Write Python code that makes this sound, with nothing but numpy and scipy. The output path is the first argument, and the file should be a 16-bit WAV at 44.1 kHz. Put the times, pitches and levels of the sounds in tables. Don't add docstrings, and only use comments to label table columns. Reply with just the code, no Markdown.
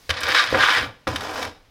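import sys
import numpy as np
from scipy import signal
from scipy.fft import rfft, irfft
from scipy.io import wavfile
from scipy.ndimage import uniform_filter1d

SR = 44100
rng = np.random.default_rng(int(sys.argv[2]) if len(sys.argv) > 2 else 0)


def to_wav(sig):
    pcm = np.clip(np.atleast_2d(sig), -1, 1) * 32767
    pcm = np.round(pcm).astype(np.int16)
    wavfile.write(sys.argv[1], SR, pcm.T)


N = 74970
TIME = np.arange(N) / SR

# start_s, thud_db, hollow_db, clank_db, clack_db, tick_db, decay_s
KNOCKS = [(0.0922, -28.5, -24, -21.5, -18.5, -34, 0.0093), (0.1028, -36, -25.5, -24, -10.5, -27, 0.0029),
          (0.107, -41, -34, -12.5, -10, -35, 0.0027), (0.205, -48, -48, -25, -25.5, -29.5, .008),
          (.232, -38.5, -29, -20, -15, -32.5, 0.0074), (0.282, -40, -19.5, -16, -26, -33, 0.0073),
          (0.346, -52, -44, -10.5, -12, -34, 0.0076), (.524, -25, -11.5, -19, -20, -41, 0.0038),
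          (0.545, -32, -12, -7, -41, -50, 0.0048), (0.5523, -41, -17, -17, -32, -54, 0.0025),
          (0.634, -40, -23, -4.5, -28, -39, .005), (.684, -55, -36, -7, -19, -45, 0.0042),
          (0.702, -55, -27, -19, -13.5, -49, 0.0058), (.78, -48, -24.5, -32, -18, -39, 0.0069),
          (0.823, -33, -24, -27, -41, -60, .008), (1.0703, -55, -14.5, -11.5, -23, -44, 0.0034),
          (1.0756, -31, -15.5, -22, -20, -32, 0.0046), (1.1586, -57, -32.5, -22, -13.5, -28, 0.005),
          (1.207, -60, -49, -26.5, -24, -35, 0.0052), (1.428, -53, -39, -34, -15, -43, 0.0029),
          (1.4496, -47, -27.5, -22.5, -21.5, -33, 0.0037)]


def from_db(db):
    return 10 ** (np.asarray(db) / 20)


def level(curve):
    time_s, level_db = np.transpose(curve)
    return from_db(np.interp(TIME, time_s, level_db, left=-140, right=-140))


def at_hz(points, hz):
    freq_hz, value = np.transpose(points)
    return np.interp(np.log(np.maximum(hz, 1)), np.log(freq_hz), value)


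def colour(x, spectrum, size=8192):
    hz = np.maximum(np.arange(size // 2 + 1) * SR / size, 2)
    octaves_beyond = np.abs(np.log2(hz / np.clip(hz, spectrum[0][0], spectrum[-1][0])))
    cepstrum = irfft(np.log(from_db(at_hz(spectrum, hz) - 12 * octaves_beyond)))
    cepstrum[1:size // 2] *= 2
    cepstrum[size // 2 + 1:] = 0
    response = irfft(np.exp(rfft(cepstrum)))
    return signal.fftconvolve(x, response / np.linalg.norm(response))[:N]


def noise(spectrum):
    return colour(rng.standard_normal(N), spectrum)


def drift(rate_hz):
    pole = np.exp(-2 * np.pi * rate_hz / SR)
    wander = signal.lfilter([1], [1, -2 * pole, pole * pole], rng.standard_normal(2 * N))[N:]
    return wander / np.sqrt(np.mean(wander ** 2) + 1e-20)


def steady(x, window_s):
    power = uniform_filter1d(x ** 2, max(int(window_s * SR), 2))
    return x / np.sqrt(np.abs(power) + 1e-9)


def impulses(per_s, spread_db):
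    sizes = from_db(spread_db * np.minimum(rng.standard_normal(N), 2))
    return sizes * (rng.random(N) < per_s / SR)


def room_tone():
    # freq_hz, level_db
    air = [(20, 5.5), (50, -14), (100, -8), (200, -14), (700, -18.5), (1600, -21), (3000, -23.5),
           (5200, -27), (7500, -36.5), (16000, -42)]
    rumble = [(20, 0), (48, -5), (70, -10), (110, -17)]
    return from_db(-56.5) * noise(air) + from_db(-57) * noise(rumble)


def rustle():
    # time_s, level_db
    curve = [(0, -56), (.09, -53.5), (.12, -65)]
    # freq_hz, level_db
    spectrum = [(200, -3.5), (1500, -2), (3000, -1.5), (5300, 0.5), (7500, -7.5), (16000, -11.5)]
    return level(curve) * noise(spectrum)


def boom():
    # time_s, level_db
    curve = [(.09, -66), (.104, -35), (.16, -56), (.22, -45), (.3, -51), (.42, -59), (.48, -46),
             (.6, -33.5), (.7, -64), (.78, -40.5), (.835, -36.5), (.9, -44), (1.06, -77), (1.085, -30),
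             (1.16, -34), (1.25, -48), (1.42, -48), (1.475, -39), (1.58, -67)]
    # freq_hz, level_db
    chamber = [(30, -38), (55, -18.5), (80, -0.5), (100, -8), (122, -6), (155, -23), (195, -17),
               (225, -20.5), (255, -12), (305, -11.5), (350, -29), (450, -47.5)]
    return level(curve) * steady(noise(chamber), window_s=0.033)


def knocks(rise_s=0.0012):
    # freq_hz, level_db
    hollow = [(90, -29.5), (170, -34), (250, 5.5), (340, -3), (500, 1.5), (750, -5), (1200, -10.5),
              (3000, -53)]
    clank = [(400, -21.5), (700, -15), (1100, 3), (1400, 2), (1850, -11.5), (2400, -11.5), (5000, -34.5)]
    clack = [(400, -17.5), (1000, -19), (1500, 3), (2400, -2), (3600, 2), (5400, -4), (7000, -15),
             (12000, -36)]
    tick = [(3000, -30), (7000, -2.5), (10000, 1.5), (13500, -5.5), (16000, -12)]
    crush_db = [-3.5, -0.5, 0, 0]
    parts = [(hollow, 0.008), (clank, 0.003), (clack, 0.003), (tick, 0.004)]
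    out = np.zeros(N)
    for part, (spectrum, window_s) in enumerate(parts):
        envelope = np.zeros(N)
        for start_s, _, *parts_db, decay_s in KNOCKS:
            age = np.maximum(TIME - start_s, 0)
            pulse = (1 - np.exp(-age / rise_s)) * np.exp(-age / decay_s)
            envelope += from_db(parts_db[part] + crush_db[part]) * pulse
        out += envelope * steady(noise(spectrum), window_s)
    return out


def rings():
    # pitch_hz, level_db, t60_s
    thud = [(81.8, 4, 0.18), (123, 1, 0.17)]
    hollow = [(195.6, -18, 0.05), (254.3, -12.5, 0.094), (301.7, -11.5, 0.083), (521.5, -1, 0.056),
              (745.5, -14.5, 0.078)]
    clank = [(1086, -14.5, 0.044), (1245, -14, 0.017), (1430, -12.5, 0.049), (1669, -6, 0.03),
             (1901, -6.5, 0.034)]
    out = np.zeros(N)
    for start_s, thud_db, hollow_db, clank_db, *_ in KNOCKS:
        start = int(start_s * SR)
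        span = slice(start, start + SR // 3)
        age = np.maximum(TIME[span] - start_s, 0)
        parts = [(thud, thud_db, 0.0045), (hollow, hollow_db, 0.0016), (clank, clank_db, 0.0016)]
        for modes, hit_db, rise_s in parts:
            for pitch_hz, level_db, t60_s in modes:
                envelope = (1 - np.exp(-age / rise_s)) * np.exp(-np.log(1000) * age / t60_s)
                out[span] += from_db(hit_db + level_db) * envelope * np.sin(2 * np.pi * pitch_hz * age)
    return out


def scrape(curve, spectrum, judder_db=1.5):
    catches = impulses(per_s=8000, spread_db=4) * rng.choice([-1, 1], N)
    rubbing = steady(colour(catches, spectrum), window_s=0.016)
    judder = from_db(judder_db * drift(rate_hz=77))
    return rubbing * judder * level(curve)


def first_push():
    # time_s, level_db
    curve = [(.095, -47), (.12, -38), (.148, -30), (.16, -38), (.171, -25.5), (.2, -31.5), (.25, -29.5),
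             (.295, -19.5), (.325, -19), (.343, -28.5), (.351, -14), (.402, -14.5), (.448, -23), (.51, -29),
             (.56, -28)]
    # freq_hz, level_db
    spectrum = [(300, -49), (750, -26), (1150, -5), (1800, -1.5), (2700, -11), (3800, -8), (4500, -11),
                (5300, -13.5), (7000, -27.5), (10000, -32), (13500, -51), (16000, -52)]
    return scrape(curve, spectrum)


def drag():
    # time_s, level_db
    curve = [(.095, -43), (.13, -37.5), (.24, -37.5), (.285, -25.5), (.32, -31), (.4, -31), (.5, -38),
             (.56, -20.5), (.63, -29), (.7, -41.5), (.78, -32.5), (.838, -34), (.89, -39), (.95, -64)]
    # freq_hz, level_db
    spectrum = [(120, -21.5), (250, -5.5), (500, 2.5), (750, 2), (1100, 2), (1700, -11), (3000, -22)]
    return scrape(curve, spectrum)


def grit(decay_s=0.0024):
    # time_s, level_db
    curve = [(.11, -70), (.2, -67), (.26, -49), (.3, -41.5), (.42, -48), (.48, -49), (.56, -49), (.63, -45),
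             (.7, -46), (.775, -45), (.865, -57), (.9, -92), (1.07, -85), (1.085, -55), (1.3, -52.5),
             (1.44, -46.5), (1.48, -68), (1.52, -85)]
    # freq_hz, level_db
    spectrum = [(3000, -7), (6000, 6), (9500, -2), (13000, 1), (16000, -7)]
    cracks = impulses(per_s=640, spread_db=3)
    envelope = signal.lfilter([1], [1, -np.exp(-1 / (decay_s * SR))], cracks + 1e-9)
    bursts = envelope * rng.standard_normal(N)
    return level(curve) * steady(colour(bursts, spectrum), window_s=0.083)


def chatter(rough_db=4, wander_hz=15.5):
    # peak_s, pitch_hz, level_db, half_length_s
    chatters = [(.36, 3850, -27.5, 0.016), (.402, 1183, -18.5, .018), (0.63, 1885, -36, .018),
                (0.757, 1950, -23, .012)]
    out = np.zeros(N)
    for peak_s, pitch_hz, level_db, half_length_s in chatters:
        phase = 2 * np.pi * np.cumsum(pitch_hz + wander_hz * drift(rate_hz=59)) / SR
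        swell = np.exp(-((TIME - peak_s) / half_length_s) ** 2)
        out += from_db(level_db + rough_db * drift(rate_hz=66)) * swell * np.sin(phase)
    return out


def grate(x, width_hz=520, band_gain=0.78, block=64):
    # time_s, pitch_hz
    glide = [(.56, 1080), (.6, 1700), (.645, 1420), (.685, 1100), (.755, 1960), (.84, 1543)]
    band, state = np.zeros(N), np.zeros(2)
    pole = np.pi * width_hz / SR
    for i in range(0, N, block):
        pitch_hz = np.interp(i / SR, *np.transpose(glide))
        tuning = -2 * np.cos(2 * np.pi * pitch_hz / SR)
        bandpass = [pole, 0, -pole], [1 + pole, tuning, 1 - pole]
        band[i:i + block], state = signal.lfilter(*bandpass, x[i:i + block], zi=state)
    return from_db(-2.5) * (x + band_gain * band)


def second_push():
    # time_s, level_db
    curve = [(.53, -28), (.565, -24), (.6, -17.5), (.636, -14), (.67, -17), (.71, -18), (.775, -18),
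             (.838, -28), (.875, -37.5), (.93, -75)]
    # freq_hz, level_db
    spectrum = [(300, -30), (750, -13.5), (1050, -2.5), (1850, -2.5), (2500, -7.5), (3400, -5.5),
                (4400, -11.5), (5200, -13.5), (7200, -26.5), (10000, -29.5), (13500, -40), (16000, -54)]
    return grate(scrape(curve, spectrum))


def pull():
    # time_s, level_db
    curve = [(1.07, -76), (1.085, -27), (1.125, -30.5), (1.19, -34), (1.25, -29.5), (1.3, -29.5),
             (1.335, -29.5), (1.39, -26.5), (1.45, -28), (1.48, -31), (1.51, -46), (1.58, -58)]
    # freq_hz, level_db
    spectrum = [(100, -31), (250, -4.5), (520, -1.5), (800, 0), (1200, -2.5), (1650, -6), (2100, -10.5),
                (4000, -14), (5400, -13.5), (7200, -23.5), (12000, -34), (16000, -50)]
    return scrape(curve, spectrum)


def resonate(x):
    # pitch_hz, width_hz, lift_db
    resonances = [(160, 29, -20), (242, 16, 3.5), (309.4, 16, 6), (348.5, 40, -34), (494.7, 34, 7),
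                  (630, 7.3, 4.5), (775, 22, 4.5), (1015, 12, 8.5), (1130, 6.7, -7.5), (1188.5, 16, 6.5),
                  (1420, 16, 6.5), (1498, 20, 4), (1600, 28, 5.5), (1694, 14, 8.5), (1879, 22, 5.5),
                  (2085, 18, 2), (2287, 55, 7), (2528, 36, 7), (3066, 98, 5.5), (3437, 59, 4.5),
                  (3740, 51, 6.5), (4946, 74, 6), (5320, 60, 5)]
    for pitch_hz, width_hz, lift_db in resonances:
        tuning = -2 * np.cos(2 * np.pi * pitch_hz / SR)
        pole = np.pi * width_hz / SR
        zero = pole * from_db(lift_db)
        x = signal.lfilter([1 + zero, tuning, 1 - zero], [1 + pole, tuning, 1 - pole], x)
    return x


def room(x, delay_s=0.0056):
    # freq_hz, t60_s
    decay_times = [(100, 0.36), (500, 0.46), (1500, 0.33), (4000, 0.39), (8000, .3), (14000, 0.36)]
    edges_hz = np.geomspace(50, 18000, 9)
    tail = np.zeros(N)
    for low, high in zip(edges_hz, edges_hz[1:]):
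        bandpass = signal.butter(2, [low, high], "band", fs=SR, output="sos")
        t60_s = at_hz(decay_times, np.sqrt(low * high))
        tail += signal.sosfilt(bandpass, rng.standard_normal(N)) * np.exp(-np.log(1000) * TIME / t60_s)
    tail *= TIME > delay_s
    return signal.fftconvolve(x, tail / np.linalg.norm(tail))[:N]


def scene():
    strokes = first_push() + drag() + second_push() + pull()
    oven = from_db(-3.5) * resonate(strokes + knocks()) + rings() + grit() + chatter()
    return (room_tone() + rustle() + boom() + oven + from_db(-13.5) * room(oven))[None]


def record(dry, low_cut_hz=25, high_cut_hz=15900):
    low_cut = signal.butter(2, low_cut_hz, "high", fs=SR, output="sos")
    high_cut = signal.ellip(12, 0.1, 80, high_cut_hz, fs=SR, output="sos")
    return signal.sosfilt(high_cut, signal.sosfilt(low_cut, dry))


dry = scene()
out = record(dry)
to_wav(out)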